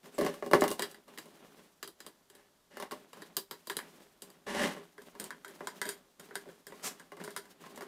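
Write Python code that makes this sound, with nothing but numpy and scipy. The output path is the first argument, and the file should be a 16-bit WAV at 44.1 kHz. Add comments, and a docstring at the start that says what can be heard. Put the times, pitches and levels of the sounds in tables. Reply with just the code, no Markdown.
"""A wire is fitted to plastic switches on a loose board that lies on a wooden table in a small room.
First a hand grabs and shoves the board: impacts excite its resonances and stick-slip friction rumbles.
Then wire and screwdriver tap a terminal, and near 4.5 s the board is shoved again. From 5 s the blade
turns the screw, jumping and grinding in the slot; near 6.8 s the handle slips through the fingers.
Fingers rub and the wire rustles all along, and reverberation gives every contact a short tail."""
import sys
import numpy as np
from scipy import signal
from scipy.fft import rfft, irfft, next_fast_len
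from scipy.io import wavfile
from scipy.ndimage import map_coordinates

SR = 44100
rng = np.random.default_rng(int(sys.argv[2]) if len(sys.argv) > 2 else 0)


def bounce(signal):
    """Save signal as a 16-bit WAV file at the path given by the first command-line argument."""
    frames = np.transpose(np.atleast_2d(signal))
    limited = np.clip(frames, -1, 1)
    pcm = np.round(limited * 32767).astype(np.int16)
    wavfile.write(sys.argv[1], SR, pcm)


N = 347067
TIME = np.arange(N) / SR
EDGE_HZ = 8870  # usual pitch of a contact's bright edge

# resonances of board and table: pitch_hz, width_hz, level_db
BOARD_MODES = [(167.4, 6.8, -5.5), (209.4, 6.2, -4), (251.2, 10, -1.5), (344, 30, -3.5), (407.4, 15, 7.5),
               (522, 20, -11), (560, 33, -4), (597.4, 30, -1.5), (753, 38, -7), (814, 43, -8.5),
               (944, 19, -6.5), (1065, 28, -3), (1144, 27, -6.5), (1730, 61, -10.5), (1960, 22, -12.5),
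               (2052, 36, -8.5), (2856, 48, -4)]
# the board rocks on the table: start_s, level_db, weight_db, hardness_db
BOARD_KNOCKS = [(.0576, -57.5, 1.5, -7.5), (0.1816, -43, 8, -12), (.186, -42.5, 12, -5.5),
                (0.2115, -37.5, 9, -10.5), (0.249, -45, 15, -5), (0.2639, -34.5, -9, -14),
                (0.3405, -51.5, -21, -5.5), (.4246, -42, 5.5, -24.5), (.4629, -47, 8, -10),
                (0.5128, -39.5, 6.5, -9.5), (0.534, -19.5, 0, -20.5), (.546, -32.5, 6.5, -12.5),
                (.6202, -28.5, 5.5, -22), (0.6393, -32, -2, -10), (0.6798, -42.5, -1, 0.5),
                (0.7141, -41, -0.5, 0), (1.08, -60, -1.5, -8), (1.2567, -63, 6.5, -2),
                (2.7705, -47.5, -1, -9), (2.7999, -44.5, -1.5, -8), (2.8246, -42.5, -1, -10.5),
                (2.918, -42, -1.5, -10.5), (3.17, -60, 4.5, -21), (4.468, -50.5, 6.5, -20.5),
                (4.766, -51.5, 4, -16), (5.151, -55, -1.5, -15), (5.607, -45.5, 1, -28),
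                (6.4563, -60.5, 4.5, -19), (6.7216, -52.5, 2.5, -16), (7.119, -50, -1, -14),
                (7.1683, -55.5, 0.5, -10), (7.6389, -54.5, -11, -17), (7.663, -55.5, -10, -17),
                (7.7756, -50, 0.5, -9), (7.8085, -47, -7, -11)]


def board_knocks():
    """Impact excitation: the board clacks at about the same pitch wherever it lands."""
    knocks = [(*row, scattered(964), scattered(EDGE_HZ)) for row in BOARD_KNOCKS]
    return contacts(knocks, BOARD_MODES, between_db=-15.5, room_db=3.5, clean_db=-2,
                    spot_db=3.5, ring_spot_db=1.5, ring_db=-3, detune=0, smear=0.69)


# thud, clack, ring and edge of a contact: low_hz, high_hz, snap_t60_s, tail_db, tail_t60_s
CONTACT_BANDS = [(154.6, 640, 0.027, -6.5, 0.17), (735, 2110, 0.02, -9.5, 0.15),
                 (2880, 5800, 0.015, -10.5, 0.15), (6570, 14700, 0.015, -10.5, 0.14)]


def contacts(blows, modes, between_db, room_db, clean_db, spot_db, ring_spot_db, ring_db, detune, smear):
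    """Source and filter: a clean impulse, a rough snap and a diffuse tail pass through the struck body."""
    size = 12288
    t, hz = np.arange(size) / SR, np.fft.rfftfreq(size, 1 / SR)
    out = np.zeros(N + size)
    passbands = [causal(band(hz, low, high, order=6)) for low, high, *_ in CONTACT_BANDS]
    for start, level_db, weight_db, hardness_db, clack_hz, edge_hz in blows:
        # weight behind the blow feeds the thud; a hard contact feeds the ring and the edge
        levels = level_db + np.array([weight_db, 0, ring_db + 0.64 * hardness_db, hardness_db])
        # the grip shifts the resonances a little, and the struck spot favours three groups of them
        grip = 1 + detune * rng.standard_normal()
        spot = amp(spot_db * (near(hz, clack_hz, 0.18) + near(hz, edge_hz, 0.13))
                   + ring_spot_db * near(hz, 0.36 * edge_hz, 0.18))
        colour = causal(body(modes, hz * grip, between_db) * spot)
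        # light contacts rub as much as they strike, so their snap lasts longer
        lightness = np.clip((-42 - max(levels)) / 12, 0, 1)
        for (_, _, snap_t60, tail_db, tail_t60), passband, db in zip(CONTACT_BANDS, passbands, levels):
            snap = amp(-60 * t / (snap_t60 * (1 + smear * lightness)))
            tail = amp(tail_db + room_db - 60 * t / tail_t60)
            force = rng.standard_normal(size) * np.hypot(snap, tail)
            force[0] += amp(clean_db) * (1 - lightness) * np.linalg.norm(snap)
            response = irfft(rfft(force) * colour * passband)
            onset_rms = response[:round(.015 * SR)].std()
            out[round(start * SR):][:size] += response * amp(db) / onset_rms
    return out[:N]


# spectrum of the board's sliding friction: frequency_hz, level_db
DRAG_SPECTRUM = [(59, -60), (100, -34.5), (202, 4), (406, -6.5), (471, -9), (583, -1), (691, -18.5),
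                 (736, -6.5), (1360, -16), (1760, -6.5), (2470, -18), (2930, -14.5), (3470, -18.5),
                 (10200, -27), (16000, -42)]
# the board drags over the table: start_s, length_s, rumble_db, scrape_db
BOARD_SHOVES = [(0.182, 0.085, -36.5, -44), (2.298, 0.11, -67, -64), (2.701, 0.12, -57, -54.5),
                (4.461, 0.18, -34, -32.5)]


def board_shoves():
    """Stick-slip friction: the board catches and lets go; its weight rumbles, its edge scrapes."""
    slips = friction(slips_per_s=1100, smooth_db=1, uneven_db=.9)
    grind = filtered(slips, lambda hz: shape(DRAG_SPECTRUM, hz) * body(BOARD_MODES, hz, between_db=-8))
    rumble = unit(filtered(grind, lambda hz: band(hz, 1, 560)))
    scrape = unit(filtered(grind, lambda hz: band(hz, 760, SR)))
    out = np.zeros(N)
    for start, length, rumble_db, scrape_db in BOARD_SHOVES:
        # the board breaks loose, gathers speed and stops
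        push = stroke(start, length, attack_s=.008, slope_db_per_s=71, release_db_per_s=184)
        out += push * (amp(rumble_db) * rumble + amp(scrape_db) * scrape)
    return out


# resonances of the switch and the free screwdriver: pitch_hz, width_hz, level_db
TERMINAL_MODES = [(342, 58, -1.5), (404.3, 18, 7), (1020, 160, -3), (1697, 130, -4.5), (1960, 100, -6),
                  (2920, 200, -2.5), (3200, 110, 1), (3930, 210, 1.5), (4813, 170, 3.5), (7740, 220, -7),
                  (9400, 430, -13.5), (13700, 340, -14)]
# taps on the terminal: start_s, level_db, weight_db, hardness_db, clack_hz, edge_hz
TERMINAL_TAPS = [(.6095, -55, 2, 15, 876, 6900), (.704, -56.5, 20.5, 11, 830, 8400),
                 (.7944, -38.5, -2, -3.5, 843, 7930), (.8217, -37.5, -5.5, -1.5, 1970, 8400),
                 (.9135, -66, 0.5, 9, 1270, 7900), (.945, -55.5, -9, -7, 1850, 9000),
                 (1.1758, -51.5, -2, -4.5, 2060, 8700), (1.1846, -49, -2, -1, 2080, 7040),
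                 (1.8284, -45.5, -5.5, -1, 1170, 7120), (1.8757, -57, 2.5, 5.5, 1186, 11100),
                 (2.0037, -55, -4.5, 0, 1660, 7030), (2.0643, -54, 0.5, 2.5, 950, 9160),
                 (2.3, -67, 4.5, 5, 1610, 8500), (2.351, -68, 4, 6, 1830, 9380),
                 (2.9108, -47, -11.5, -7.5, 1140, 8340), (3.1309, -54, -3, -5.5, 1080, 7300),
                 (3.2201, -50, 0, -7.5, 1710, 10700), (3.3679, -45, -10, 11.5, 1100, 13840),
                 (3.3723, -48, 4, 5.5, 1140, 13800), (3.511, -47, -2.5, 0, 1000, 13000),
                 (3.6717, -52.5, 0, 3.5, 1040, 12650), (3.6984, -37.5, -5, -6.5, 1650, 9000),
                 (3.7682, -46.5, 2.5, 9, 1700, 10100), (3.7894, -41.5, -17, -14, 1850, 8400),
                 (4.2206, -62.5, 6.5, 14, 1020, 8200), (4.3015, -68.5, 5, 6.5, 1800, 8200)]


def terminal_taps():
    """Free vibration: switch and screwdriver ring briefly as wire and blade tap the terminal."""
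    return contacts(TERMINAL_TAPS, TERMINAL_MODES, between_db=-9.5, room_db=1.5, clean_db=-5.5,
                    spot_db=5.5, ring_spot_db=4, ring_db=-0.5, detune=0.016, smear=0.15)


# resonances of the switch with the blade pressed into its screw: pitch_hz, width_hz, level_db
SCREW_MODES = [(402.3, 21, 5), (634, 12, -3.5), (987, 52, 0.5), (1490, 140, -7.5), (1634, 260, -2.5),
               (2060, 200, -3), (3230, 75, -1.5), (3800, 80, -6), (4790, 120, -5.5), (7020, 100, -3.5),
               (8000, 100, -10), (8820, 300, -8.5), (12900, 610, -9)]
# the turning blade jumps in the slot: start_s, level_db, weight_db, hardness_db, clack_hz
BLADE_JUMPS = [(4.9803, -52, 0.5, -16, 1640), (5.019, -63.5, 0, 0.5, 1070), (5.199, -51.5, 3, 9.5, 1720),
               (5.241, -58, 5, 12, 960), (5.3059, -42.5, -16, -13.5, 1650), (5.447, -47, -12, -10, 1480),
               (5.4802, -57.5, -1.5, 0.5, 1870), (5.672, -39, -10.5, -6.5, 910),
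               (5.8156, -35.5, -11.5, -5.5, 1690), (5.8543, -47.5, 1.5, -1, 1740),
               (5.8908, -44.5, -1, 5.5, 1655), (6.1971, -58.5, 1, 3.5, 1620),
               (6.3085, -53, -2.5, -27, 1576), (6.3552, -39, -10, -4, 1675),
               (6.4875, -58.5, 5.5, -12, 1614), (6.6678, -53.5, -2, 1.5, 1765),
               (6.9969, -54, -8.5, -6, 1640), (7.2019, -53, 1, -19, 1610), (7.2388, -52.5, 1.5, 0, 1100),
               (7.2457, -53.5, -1, 0, 1007), (7.277, -46.5, 3, -18, 1550), (7.3054, -59, -5, 2.5, 1530),
               (7.3638, -41, -10, -3, 1410), (7.3749, -49, -10, -0.5, 1490), (7.4538, -61.5, -8, -8, 1630),
               (7.759, -68, -4, 11.5, 1800), (7.821, -48.5, -0.5, -12, 1170)]


def blade_jumps():
    """Coupled vibration: each jump in the slot rings blade and switch as one body."""
    jumps = [(*row, scattered(EDGE_HZ)) for row in BLADE_JUMPS]
    return contacts(jumps, SCREW_MODES, between_db=-13, room_db=2, clean_db=-1,
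                    spot_db=7.5, ring_spot_db=-1.5, ring_db=-3, detune=0.013, smear=0.19)


# the blade grinds in the slot: start_s, length_s, level_db
SCREW_TURNS = [(5.195, 0.046, -66), (5.837, 0.062, -46.5)]


def blade_grind():
    """Forced vibration: steel slipping in the screw slot drives the resonances of the switch."""
    slips = friction(slips_per_s=500, smooth_db=2, uneven_db=1.5)
    grind = filtered(slips, lambda hz: body(SCREW_MODES, hz, between_db=-25) * band(hz, 880, 14000))
    turning = sum(amp(db) * stroke(start, length, attack_s=0.032, release_db_per_s=262)
                  for start, length, db in SCREW_TURNS)
    return unit(grind) * turning


# spectrum of skin sliding on the handle: frequency_hz, level_db
SKIN_SPECTRUM = [(71, -53), (120, -17), (226, 0), (295, -13), (410, 2), (454, -8), (742, -4), (892, -12),
                 (988, -2), (1580, -6), (3740, -9.5), (7500, -5.5), (16000, -15)]


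def handle_slip():
    """Sliding friction: dense slips merge into a hiss as the handle slides to a new grip."""
    slips = friction(slips_per_s=6000, smooth_db=6, uneven_db=.5)
    hiss = filtered(slips, lambda hz: shape(SKIN_SPECTRUM, hz) * amp(2.3 * near(hz, 6300, .4)))
    sliding = stroke(start_s=6.818, length_s=0.059, attack_s=0.029, release_db_per_s=350)
    return amp(-37) * unit(hiss) * sliding


# spectra of rubbing skin and rustling wire: frequency_hz, level_db
RUB_SPECTRUM = [(40, -40), (110, -30.5), (170, 1), (400, -7.5), (700, -9), (1500, -13), (2200, -17),
                (3500, -19.5), (8000, -48)]
RUSTLE_SPECTRUM = [(500, -29), (1500, -1), (2800, -1), (5000, -1.5), (9000, -3.5), (15000, -7.5)]
# fingers hold and work the wire or handle: start_s, length_s, rub_db, rustle_db
FINGER_HOLDS = [(.02, 0.47, -59.5, -62.5), (0.572, 0.06, -45, -53), (0.766, 0.07, -52, -58.5),
                (1.06, 0.56, -60.5, -66), (1.975, .07, -64, -68), (2.898, 0.074, -56, -61.5),
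                (3.141, .12, -58.5, -65.5), (3.508, .1, -70.5, -66), (3.734, .28, -59.5, -65.5),
                (4.215, 0.14, -63.5, -69.5), (4.608, 0.049, -40.5, -49.5), (4.969, 0.24, -62, -67.5),
                (5.178, .08, -52.5, -61), (5.47, 0.46, -56.5, -62), (6.18, 0.35, -60, -65.5),
                (6.677, 0.34, -57.5, -67), (7.176, 0.13, -56, -63), (7.414, .1, -64, -70),
                (7.583, .28, -55, -65)]


def fingers():
    """Friction noise follows pressure: skin rubs the board and the wire rustles with each hold."""
    skin = friction(slips_per_s=140, smooth_db=4.5, uneven_db=2)
    rub = filtered(skin, lambda hz: shape(RUB_SPECTRUM, hz) * body(BOARD_MODES, hz, between_db=-4.5))
    wire = friction(slips_per_s=340, smooth_db=11, uneven_db=3.5)
    rustle = filtered(wire, lambda hz: shape(RUSTLE_SPECTRUM, hz))
    rub_gain, rustle_gain = amp(-78.5), amp(-84)  # between holds the hands still lie on the work
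    for start, length, rub_db, rustle_db in FINGER_HOLDS:
        # each hold tightens, slackens slowly and lets go
        hold = stroke(start, length, attack_s=0.026, slope_db_per_s=-3.5, release_db_per_s=108)
        rub_gain += amp(rub_db) * hold
        rustle_gain += amp(rustle_db) * hold
    return unit(rub) * rub_gain + unit(rustle) * rustle_gain


# course of one squeak: time_s, pitch_hz, level_db
SQUEAK_GLIDE = [(.138, 8150, -75), (.148, 8050, -51), (.16, 7700, -61), (.175, 7550, -62)]


def fingertip_squeak():
    """Nearly periodic stick-slip: a fingertip on the insulation gives a short falling tone."""
    times, pitch_hz, level_db = np.transpose(SQUEAK_GLIDE)
    wavering_hz = np.interp(TIME, times, pitch_hz) * (1 + .02 * wobble(900))
    phase = 2 * np.pi * np.cumsum(wavering_hz) / SR
    return np.sin(phase) * amp(np.interp(TIME, times, level_db, left=-np.inf, right=-np.inf))


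def wire_ticks(ticks_per_s=5, weight_db=3, hardness_db=-5.5, clack_hz=1400):
    """Random impacts: the held wire ticks faintly against the terminal."""
    ticks = []
    for start, length, *_ in FINGER_HOLDS:
        for _ in range(round(ticks_per_s * length)):
            moment = start + length * rng.random()
            level_db = -69 + 0.5 * rng.standard_normal()
            ticks.append((moment, level_db, weight_db, hardness_db,
                          scattered(clack_hz), scattered(EDGE_HZ)))
    return contacts(ticks, TERMINAL_MODES, between_db=-5, room_db=5, clean_db=-6,
                    spot_db=3.5, ring_spot_db=4, ring_db=0, detune=0.032, smear=.3)


def table_shake(drive):
    """Structure-borne sound: the heavy table top trembles faintly under the board."""
    jolts = np.abs(drive) * rng.standard_normal(N)
    return amp(-2) * filtered(jolts, lambda hz: band(hz, 36, 75, order=2))


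def room(x, t60_s):
    """Reverberation: diffuse reflections build up and decay exponentially, duller than the contacts."""
    t = np.arange(SR // 2) / SR
    build_up = 1 - np.exp(-t / 0.0073)
    tail = rng.standard_normal(len(t)) * amp(-60 * t / t60_s) * build_up
    reflections = signal.fftconvolve(x, tail / np.linalg.norm(tail))[:N]
    return filtered(reflections, lambda hz: band(hz, 100, 5000, order=1))


# spectrum of the still room: frequency_hz, level_db
AIR_SPECTRUM = [(15, -26), (25, 6.5), (33, -0.5), (70, -12.5), (190, -8), (503, -11), (575, -5.5),
                (677, -12), (1040, -11.5), (1260, -13.5), (1560, -15.5), (2550, -21.5), (3250, -17),
                (14800, -23.5), (16000, -36)]


def still_air():
    """Stationary noise: a faint, even rumble and hiss fills the room."""
    noise = rng.standard_normal(N)
    hush = filtered(noise, lambda hz: shape(AIR_SPECTRUM, hz) * band(hz, 50, SR, order=2))
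    return amp(-71) * unit(hush)


def friction(slips_per_s, smooth_db, uneven_db):
    """Shot noise: tiny slips of random size over a smooth hiss, under uneven pressure."""
    slips = (rng.random(N) < slips_per_s / SR) * rng.standard_normal(N)
    hiss = amp(smooth_db) * rng.standard_normal(N)
    pressure = amp(uneven_db * wobble(45))
    return unit((unit(slips) + hiss) * pressure)


def stroke(start_s, length_s, attack_s, release_db_per_s, slope_db_per_s=0):
    """Envelope of a movement: it sets in, slopes up to or down from full level, and dies away."""
    age = TIME - start_s
    attack = np.clip(age / attack_s, 0, 1) ** 2
    held_db = slope_db_per_s * np.clip(age, 0, length_s) - max(slope_db_per_s * length_s, 0)
    return attack * amp(held_db - release_db_per_s * np.maximum(age - length_s, 0))


def scattered(pitch_hz):
    """Log-normal scatter: the pitch differs a little with the spot that is struck."""
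    return pitch_hz * np.exp(0.076 * rng.standard_normal())


def wobble(knots_per_s):
    """Spline interpolation of random values gives a smooth, wandering curve."""
    knots = rng.standard_normal(int(N * knots_per_s / SR) + 4)
    return map_coordinates(knots, [TIME * knots_per_s])


def body(modes, hz, between_db):
    """Modal superposition: gain of resonances that add in power over an even response."""
    peaks = sum(amp(db) ** 2 / (1 + (2 * (hz - pitch) / width) ** 2) for pitch, width, db in modes)
    return np.sqrt(peaks + amp(between_db) ** 2)


def near(hz, pitch_hz, width):
    """Lorentzian peak: 1 at the pitch, falling away over a relative width."""
    return 1 / (1 + ((hz - pitch_hz) / (width * pitch_hz)) ** 2)


def band(hz, low, high, order=5):
    """Gain of a band-pass with smooth skirts."""
    return ((1 + (low / (hz + 1)) ** (2 * order)) * (1 + (hz / high) ** (2 * order))) ** -.5


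def shape(points, hz):
    """Spectral envelope: gain through points joined on a log frequency axis."""
    frequency_hz, level_db = np.transpose(points)
    return amp(np.interp(np.log(hz + 1), np.log(frequency_hz), level_db))


def causal(gain):
    """Minimum phase: the response with this gain that rings only after the blow."""
    cepstrum = irfft(np.log(np.maximum(gain, 1e-6)))
    half = len(cepstrum) // 2
    cepstrum[1:half] *= 2
    cepstrum[half + 1:] = 0
    return np.exp(rfft(cepstrum))


def filtered(x, gain):
    """Zero-phase filtering: the spectrum of x times gain(hz)."""
    size = next_fast_len(N + SR // 4)
    return irfft(rfft(x, size) * gain(np.fft.rfftfreq(size, 1 / SR)), size)[:N]


def amp(db):
    """Decibels as an amplitude ratio."""
    return 10 ** (np.asarray(db) / 20)


def unit(x):
    """x scaled to an RMS of 1."""
    return x / np.sqrt(np.mean(x ** 2) + 1e-20)


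def scene():
    """Superposition: board, terminal and screw sound in the room, over the fingers and still air."""
    knocks, shoves = board_knocks(), board_shoves()
    work = knocks + shoves + terminal_taps() + blade_jumps() + blade_grind() + handle_slip()
    rubbing = fingers() + fingertip_squeak()
    shaking = table_shake(amp(-2.5) * knocks + amp(1) * shoves + amp(-1.5) * rubbing)
    reverberation = amp(-25) * room(work, t60_s=0.38)
    return (work + rubbing + wire_ticks() + shaking + reverberation + still_air())[None]


def record(dry, ceiling=.39, top_hz=15450):
    """Soft saturation rounds off the loudest peaks, and a steep low-pass limits the treble."""
    rounded = dry[0] / (1 + (dry[0] / ceiling) ** 6) ** (1 / 6)
    return filtered(rounded, lambda hz: band(hz, 0.9, top_hz, order=70))[None]


dry = scene()
out = record(dry)
bounce(out)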